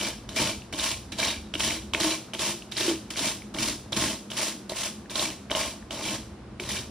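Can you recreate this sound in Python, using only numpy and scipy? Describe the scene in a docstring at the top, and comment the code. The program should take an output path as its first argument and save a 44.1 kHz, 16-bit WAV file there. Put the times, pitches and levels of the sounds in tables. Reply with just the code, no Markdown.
"""At a steel kitchen sink a stiff nail brush scrubs the pins of a wet paddle hairbrush in short strokes.
Bristle snaps are dense random impulses filtered to their colour; plucked pins, frame and handle are damped
modes, and the hollow cushion is a resonator whose pitch is set stroke by stroke. Landings knock in clicks
that swell and fade, and a few drops tick. A wavering fan hum and a low rumble are narrow bands of noise, over
room air of coloured noise. Two close microphone ports hear a common sound and a difference in the treble."""
import sys
import numpy as np
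from scipy import signal
from scipy.fft import rfft, irfft
from scipy.io import wavfile
from scipy.ndimage import uniform_filter1d

SR = 44100
rng = np.random.default_rng(int(sys.argv[2]) if len(sys.argv) > 2 else 0)


def bounce(signal):
    """Save signal as a 16-bit WAV file at the path given by the first command-line argument."""
    frames = np.transpose(np.atleast_2d(signal))
    limited = np.clip(frames, -1, 1)
    pcm = np.round(limited * 32767).astype(np.int16)
    wavfile.write(sys.argv[1], SR, pcm)


N = 304290

# Spectrum of the bristle snaps common to both ports: (frequency [Hz], level [dB])
SNAP_SPECTRUM = [(590, -14.5), (1000, -0.5), (1440, -4), (3120, 2), (4310, -0.5), (5500, 2.5), (7010, -4),
                 (10200, -7.5), (16000, -6.5)]
# Modes of the hairbrush pins: (frequency [Hz], bandwidth [Hz], level [dB])
PIN_MODES = [(1650, 110, 10.5), (2330, 79, 13.5), (3106, 160, 9.5), (3060, 470, 13.5), (3760, 100, 10),
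             (3984, 35, 9), (4200, 53, 4), (4580, 110, 6), (5400, 61, -2), (5580, 74, 7), (6000, 92, -7)]


def gain_of(db):
    """Amplitude ratio of a level: 20 dB is a factor of ten."""
    return 10 ** (np.asarray(db) / 20)


def evened(x):
    """Normalisation of the mean power: scales to rms 1."""
    return x / np.sqrt(np.mean(x ** 2) + 1e-20)


def read(points, hz):
    """Spectral interpolation, linear along a logarithmic frequency axis."""
    f, value = np.transpose(points)
    return np.interp(np.log(hz + 1), np.log(f + 1), value)


def colour(points):
    """Minimum phase: the log spectrum alone fixes a causal response, here of energy 1."""
    hz = abs(np.fft.fftfreq(8192, 1 / SR))
    log_gain = np.log(gain_of(np.maximum(read(points, hz), -100)))
    # The Hilbert transform of the log gain supplies the phase.
    spectrum = np.exp(np.conj(signal.hilbert(log_gain)))
    taps = np.fft.ifft(spectrum).real[:4096]
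    return taps / np.linalg.norm(taps)


def ring(modes):
    """Modal superposition: a struck solid answers as a sum of damped sines, here of energy 1."""
    t = np.arange(4096) / SR
    taps = np.zeros(len(t))
    for hz, width_hz, db in modes:
        decay = np.exp(-np.pi * width_hz * t)
        taps += gain_of(db) * np.sqrt(width_hz) * decay * np.sin(2 * np.pi * hz * t)
    return taps / np.linalg.norm(taps)


def through(x, taps):
    """Linear filtering: convolution with a response, cut to the scene's length."""
    return signal.fftconvolve(x, taps)[:N]


def wander(length_s):
    """Slow random fluctuation of rms 1: noise smoothed twice by a moving average."""
    size = max(round(length_s * SR), 1)
    once = uniform_filter1d(rng.standard_normal(N), size)
    return evened(uniform_filter1d(once, size))


def ticks(per_s, spread_db):
    """Stick-slip as a random impulse train of rms 1: many small slips, a few large."""
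    size = gain_of(spread_db * np.minimum(rng.exponential(1, N), 5))
    signed = size * rng.choice([-1., 1.], N)
    return evened(signed * (rng.random(N) < per_s / SR))


def contact(hz, rise_s):
    """Brief contact as a wave packet: a few cycles that swell and fade."""
    t = np.arange(400) / SR
    envelope = (t / rise_s * np.exp(1 - t / rise_s)) ** 2
    return envelope * np.sin(2 * np.pi * hz * t)


def resonate(x, hz, width_hz):
    """Resonance at a moving pitch: shifts the curve hz down to zero, smooths, and shifts back."""
    turn = np.exp(2j * np.pi * np.cumsum(hz) / SR)
    r = np.exp(-np.pi * width_hz / SR)
    smooth = signal.lfilter([1], [1, -r], x / turn)
    return np.sqrt(2 - 2 * r ** 2) * (turn * smooth).real  # keeps the rms of a broad drive


def hum():
    """Narrow-band noise: steep bands around each fan tone make it waver."""
    # Fan tones: (frequency [Hz], width at half amplitude [Hz], rms level [dB])
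    fan_tones = [(68, 12, -64), (122.1, 13, -55.5), (208, 32, -48), (342, 49, -58)]
    hz = np.fft.rfftfreq(N, 1 / SR)
    noise = rfft(rng.standard_normal(N))
    out = np.zeros(N)
    for f, width_hz, db in fan_tones:
        band = noise / (1 + (2 * (hz - f) / width_hz) ** 2)
        out += gain_of(db) * evened(irfft(band, N))
    return out


def rumble():
    """Amplitude modulation of band noise: a low rumble swells and sinks."""
    # Course of the rumble: (time [s], level [dB])
    rumble_course = [(0, -47.5), (1.95, -44.5), (2.25, -58.5), (3.3, -49.5), (4.05, -46), (4.25, -61),
                     (5.2, -52), (6.9, -45.5)]
    # Spectrum of the rumble: (frequency [Hz], level [dB])
    rumble_spectrum = [(25, -27), (40, 0), (60, 10), (100, 3.5), (140, -4), (200, -43)]
    s, db = np.transpose(rumble_course)
    hz = np.fft.rfftfreq(N, 1 / SR)
    shaped = rfft(rng.standard_normal(N)) * gain_of(read(rumble_spectrum, hz))
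    return evened(irfft(shaped, N)) * gain_of(np.interp(np.arange(N) / SR, s, db))


def background():
    """Superposition of independent sources: room air as coloured noise, fan hum and rumble."""
    # Spectrum of the room air: (frequency [Hz], level [dB])
    air_spectrum = [(76, -29.5), (130, -11.5), (241, -6), (307, -7.5), (463, -13), (1320, -22), (2000, -27),
                    (5000, -36.5), (11300, -50), (16000, -68)]
    air = gain_of(-47.5) * through(rng.standard_normal(N), colour(air_spectrum))
    return air + hum() + rumble()


def tail():
    """Reverberation: noise whose bands decay exponentially at their own speed, energy 1."""
    # Decay of the kitchen: (frequency [Hz], time to fall by 60 dB [s])
    kitchen_decay = [(200, 0.48), (1000, 0.15), (4000, 0.5), (12000, 0.51)]
    hz, t, z = signal.stft(rng.standard_normal(SR // 2), SR, nperseg=256)
    decay = gain_of(-60 * t / read(kitchen_decay, hz)[:, None])
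    taps = signal.istft(z * decay, SR, nperseg=256)[1]
    taps[:90] = 0  # a 2 ms gap ahead of the tail
    return taps / np.linalg.norm(taps)


def drops():
    """Short oscillation: each drop ticks for a few cycles, with a smaller, higher tick."""
    # Drops into the basin: (time [s], level [dB], bubble pitch [Hz])
    drop_list = [(.62, -34.5, 2740), (2.285, -48, 1300), (2.622, -31, 2880), (3.42, -34, 2240),
                 (5.058, -41, 1700), (5.825, -41, 1770), (6.29, -50, 914)]
    out = np.zeros(N)
    for s, db, hz in drop_list:
        tick = contact(hz, 2.2 / hz) + gain_of(-9) * contact(1.4 * hz, 1.1 / hz)
        out[round(s * SR):][:400] += gain_of(db) * tick
    return out


def strokes():
    """Friction under changing load: landing, light drag, bite, sweep and lift set each layer's gain."""
    # One row a stroke: (landing time [s], landing level [dB], drag level [dB],
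    #  wait until the bristles bite [s], snap level at the bite [dB],
    #  sweep length [s], snap level at the lift [dB],
    #  cushion thrum above the snap at the bite [dB], the same at the lift [dB],
    #  frame ring above the snap on landing [dB], the same in the sweep [dB],
    #  cushion pitch [Hz], thud above the thrum [dB], pin plucks above the snap [dB])
    stroke_list = [ (-.08, -43, -46, 0.063, -35, 0.11, -36, -8, -9.5, -4, -4.5, 323, -2, -4.5),
                   (0.287, -40, -74, 0.073, -31, .14, -33.5, -4.5, -2, -1, -5.5, 308, -4, -4),
                   (0.724, -43.5, -45, 0.056, -33.5, .14, -32.5, -13, -17.5, -4, -10, 304, -3, -9.5),
                   (1.118, -38.5, -59, 0.067, -33, 0.13, -35.5, -10.5, -12.5, -6, -5, 298, -3, -0.5),
                   (1.536, -41, -48.5, 0.06, -30, 0.16, -36.5, -13, -6, -1, -9, 315, -2, -6),
                   (1.933, -33.5, -44, 0.067, -30, 0.14, -33, -2, -7, 3, -7, 317, -8.5, -8),
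                   (2.334, -35, -56, 0.06, -31, .12, -33.5, -10.5, -6.5, 1, -8.5, 340, -7, -13),
                   (2.713, -38.5, -58, 0.059, -32, 0.14, -33.5, -10, 5, -18, -11, 331, -35, -7),
                   (3.102, -33.5, -53, 0.064, -35.5, 0.13, -30, -7.5, -10, -16, -10.5, 301, -4.5, -13),
                   (3.539, -36.5, -59, 0.047, -31.5, 0.13, -34.5, -4, -7.5, 8, -12, 308, -2, -23),
                   (3.92, -34.5, -48, 0.043, -30, 0.17, -36.5, -10, -8, 0, -8.5, 315, 3.5, -9.5),
                   (4.3, -50, -44.5, 0.068, -31.5, 0.13, -34.5, -12, -8.5, -8, -9, 314, -34, -21),
                   (4.692, -38, -46, 0.066, -35.5, 0.11, -34, -9, -37, -2, -11.5, 349, -22, -31),
                   (5.098, -39, -49, 0.059, -30.5, 0.14, -38, -19, -5, -6, -6.5, 320, -4, -12.5),
                   (5.504, -35, -45, 0.052, -29, 0.17, -45, -27, -7, 3, -3.5, 293, -19, -8),
                   (5.905, -64, -42, 0.11, -39, 0.14, -37, -4, -2, 1.5, -6.5, 309, -4, -6.5),
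                   (6.597, -59, -43.5, 0.093, -32, 0.13, -43, -9, -15, -2.5, -10, 378, 0, -5), ]
    touch_s, stroke_s = .004, .6  # rise of the landing; longest span of a stroke
    settle, creep, lift_off = 467, 313, 271  # dB/s: landing dies, snaps grow to the bite, snaps thin out
    step_db, arch_db = 9, 3  # the snaps jump up at the bite and bulge in mid sweep
    unload_s, unload = .063, 248  # s after the lift; dB/s by which the body then falls faster than the snaps
    landing_thrum_db = -6  # cushion above the snap while the brush lands and drags
    gains, cushion_hz = np.zeros((5, N)), np.zeros(N)
    for (s, land_db, drag_db, wait, bite_db, length, lift_db, thrum_db, late_db,
         rap_db, frame_db, hz, thud_db, pluck_db) in stroke_list:
        first = max(round(s * SR), 0)
        bite, lift = s + wait, s + wait + length
        t = np.arange(first, min(round((s + stroke_s) * SR), N)) / SR
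        landing = gain_of(land_db - settle * (t - s)) + gain_of(drag_db) * (t < bite)
        along = np.clip((t - bite) / length, 0, 1)  # 0 at the bite, 1 at the lift
        sweep_db = bite_db + (lift_db - bite_db) * along + arch_db * np.sin(np.pi * along)
        sweep_db -= lift_off * np.maximum(t - lift, 0)
        sweep_db -= (step_db + creep * (bite - t)) * (t < bite)
        sweep = gain_of(sweep_db)
        loaded = sweep * gain_of(-unload * np.maximum(t - lift - unload_s, 0))
        # Landing and sweep add in power.
        snap = np.hypot(landing, sweep)
        sweep_thrum = gain_of(thrum_db + (late_db - thrum_db) * along) * loaded
        thrum = np.hypot(gain_of(landing_thrum_db) * landing, sweep_thrum)
        frame = np.hypot(gain_of(rap_db) * landing, gain_of(frame_db) * loaded)
        layers = [snap, gain_of(pluck_db) * snap, thrum, gain_of(thud_db) * thrum, frame]
        gains[:, first:first + len(t)] += np.clip((t - s) / touch_s, 0, 1) * layers
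        cushion_hz[first:] = hz
    return gains, cushion_hz


def knocks():
    """Impact excitation: each knock is a clatter of clicks, a jolt that rings the pins, and body pushes."""
    # Knocks of the brush head and strong pin snaps: (time [s], click level [dB], click pitch [Hz],
    #  cushion push above the click [dB], frame push above the click [dB])
    knock_list = [(0.2906, -22.5, 3330, -14, -18), (0.7267, -26, 2210, -16, -15),
                  (0.7369, -18, 3320, -8, -23), (0.7966, -14, 3700, -24, -18),
                  (0.8417, -15.5, 3120, -25, -21), (1.1215, -25.5, 3910, -17, -20),
                  (1.186, -23, 3900, -20, -22), (1.2, -15, 3900, -30, -21),
                  (1.539, -13.5, 3100, -22.5, -20), (1.5529, -14, 3100, -7, -22),
                  (1.6045, -11.5, 3000, -21, -24), (1.9356, -10, 2960, -29, -18),
                  (1.9477, -9, 2330, -12, -15), (2.0095, -15, 4000, -4, -23), (2.042, -21, 4570, -15, -17),
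                  (2.058, -24, 3180, -18, -19), (2.3349, -19.5, 2920, -18, -20),
                  (2.3484, -18, 3100, -14, -21), (2.3927, -18, 3720, -11, -25),
                  (2.7212, -18.5, 3600, -24, -23), (2.7684, -17, 4280, -17, -22),
                  (2.8084, -15, 3680, -17, -19), (3.105, -24.5, 2700, -16, -27),
                  (3.159, -24, 2100, -16, -21), (3.1843, -24, 3820, -17, -24),
                  (3.1922, -16, 3900, -26, -24), (3.5462, -21.5, 3310, -2, -15),
                  (3.5863, -21.5, 2570, -11, -17), (3.929, -12, 3400, -23, -19),
                  (3.9659, -17, 3230, -9, -18), (4.3021, -25, 3180, -20, -20),
                  (4.3171, -18.5, 3220, -22, -20), (4.373, -19, 3100, -25, -18),
                  (4.6967, -22, 3910, -20, -4.5), (4.7186, -33.5, 3710, -11, 16),
                  (4.871, -25.5, 2540, -29, -27), (5.0972, -27.5, 3900, -17, -18),
                  (5.1558, -14, 3800, -25, -11), (5.1946, -12.5, 3730, -23, -11),
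                  (5.4993, -24, 2270, -6, -14), (5.5141, -10.5, 3240, -13.5, -14),
                  (5.5501, -12, 3090, -27, -5), (5.9081, -18, 3080, -16, -19), (6.041, -21, 3070, -16, -22),
                  (6.5981, -20.5, 2380, -15, -19)]
    # Repeated touches within a knock: (delay [s], level [dB])
    touches = [(0, -3.5), (.0013, -5.5), (.0027, -9.5)]
    crack_db = -17  # sharp first contact, relative to the ringing pins
    click, jolt, *blows = np.zeros((4, N + 800))
    t = np.arange(400) / SR
    push = gain_of(-11.52) * (t / 0.00023) * np.exp(1 - t / 0.00023)  # soft, peaks at 0.23 ms
    detune = np.exp(0.066 * rng.standard_normal((len(knock_list), len(touches))))
    detune[:, 0] = 1  # the first touch keeps the listed pitch
    for (s, db, hz, *body_db), factors in zip(knock_list, detune):
        for (delay_s, touch_db), factor in zip(touches, factors):
            start = round((s + delay_s) * SR)
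            click[start:][:400] += gain_of(db + touch_db) * contact(hz * factor, .0005)
        jolt[round(s * SR) + 20] = gain_of(db + 3.0)
        for blow, above_db in zip(blows, body_db):
            blow[round((s + .0015) * SR):][:400] += gain_of(db + above_db) * push
    struck = ring(PIN_MODES) + gain_of(crack_db) * colour(SNAP_SPECTRUM)
    return click[:N] + through(jolt, struck), np.array(blows)[:, :N]


def body(thrum, thud, frame, cushion_hz, blow):
    """Forced resonance: slips and blows shake the hollow cushion, the handle and the plastic frame."""
    # Modes of hand and handle: (frequency [Hz], bandwidth [Hz], level [dB])
    handle_modes = [(135, 12, -4.5), (214, 63, 8)]
    # Modes of the plastic frame: (frequency [Hz], bandwidth [Hz], level [dB])
    frame_modes = [(653.6, 49, 12), (916, 173, 10), (1053, 20, 2)]
    cushion = resonate(thrum * ticks(300, 2.5) + blow[0], cushion_hz, width_hz=28)
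    handle = through(thud * ticks(400, 1.0) + gain_of(-6) * blow[0], ring(handle_modes))
    plastic = through(frame * ticks(700, 2.45) + blow[1], ring(frame_modes))
    return cushion + handle + plastic


def catches(snap):
    """Stick-slip of single tufts catching pins: sparse short ticks at eight pitches."""
    out = np.zeros(N)
    for hz in np.geomspace(2000, 5800, num=8):
        out += through(snap * ticks(35, 3.), contact(hz, 1.4 / hz))  # 35 per second at each pitch
    # The whole stands 9 dB below the snap envelope.
    return gain_of(-9) * out / np.sqrt(np.mean(out ** 2) / np.mean(snap ** 2))


def bristles(snap, pluck, spectrum):
    """Impulsive excitation: a dense fizz of snaps, and plucked pins ringing at their own pitch."""
    snaps_per_s, plucks_per_s = 9000, 500  # plucks for each pin mode
    pin_clump_db, pin_clump_s = 4, .018  # a row of like pins sings for a moment, then another
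    out = through(snap * ticks(snaps_per_s, 1.5), colour(spectrum))
    share = gain_of([db + read(spectrum, hz) for hz, width_hz, db in PIN_MODES])
    share /= np.linalg.norm(share)
    for mode, gain in zip(PIN_MODES, share):
        hz, width_hz, db = mode
        singing = gain_of(pin_clump_db * np.clip(wander(pin_clump_s), -2, 1.5))
        plucks = pluck * singing * ticks(plucks_per_s, 4.2)
        out += gain * through(plucks, ring([(hz, width_hz, db)]))
    return out


def scene():
    """Sum and difference stereophony: each port faces other bristles, so the treble differs."""
    # Spectrum of the snaps, left minus right: (frequency [Hz], level [dB])
    snap_apart = [(600, -45.5), (1300, -21), (1800, -34), (2300, -44), (3200, -4.5), (3800, -8), (6450, 0),
                  (9000, -3), (12400, 0.5), (15900, -17)]
    # Spectrum of the air that differs between the ports: (frequency [Hz], level [dB])
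    air_apart = [(24, -46), (40, -24), (400, -8), (1470, -19), (4110, -24), (4900, -25), (12400, -35),
                 (13300, -37), (15900, -43)]
    clump_db, clump_s = 1.5, .0052  # tufts cross the rows of pins unevenly: depth, length
    sum_top_hz = 11177  # above this only the port difference is heard
    port_lag = 0.039  # lag of the left port behind the right [samples]
    gains, cushion_hz = strokes()
    snap, pluck, thrum, thud, frame = gains * gain_of(clump_db * wander(clump_s))
    click, blow = knocks()
    solid = body(thrum, thud, frame, cushion_hz, blow) + click + catches(snap) + drops()

    near = bristles(snap, pluck, SNAP_SPECTRUM) + solid
    both = near + gain_of(-9) * through(near, tail()) + background()
    low_pass = signal.ellip(8, .5, 60, min(sum_top_hz, SR / 2.1), fs=SR, output="sos")
    both = signal.sosfilt(low_pass, both)

    edge = bristles(snap, gain_of(-9.0) * pluck, snap_apart)
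    edge += gain_of(-4) * through(click, colour(snap_apart))
    apart = gain_of(-2) * (edge + gain_of(-8) * through(edge, tail()))
    apart += gain_of(-29.0) * through(solid, tail())
    apart += gain_of(-58) * through(rng.standard_normal(N), colour(air_apart))
    apart -= port_lag / 2 * np.gradient(both)  # a small delay is a share of the slope
    return np.array([both + apart, both - apart])


def record(dry):
    """Band limitation: bass cut of the microphone, then the upper limit of the recorder."""
    bass_cut_hz, edge_hz = 42, 15900
    thin = signal.sosfilt(signal.butter(2, bass_cut_hz, "high", fs=SR, output="sos"), dry)
    band_limit = signal.firwin(511, edge_hz, window=("kaiser", 9), fs=SR)
    return signal.oaconvolve(thin, band_limit[None], "same")


dry = scene()
out = record(dry)
bounce(out)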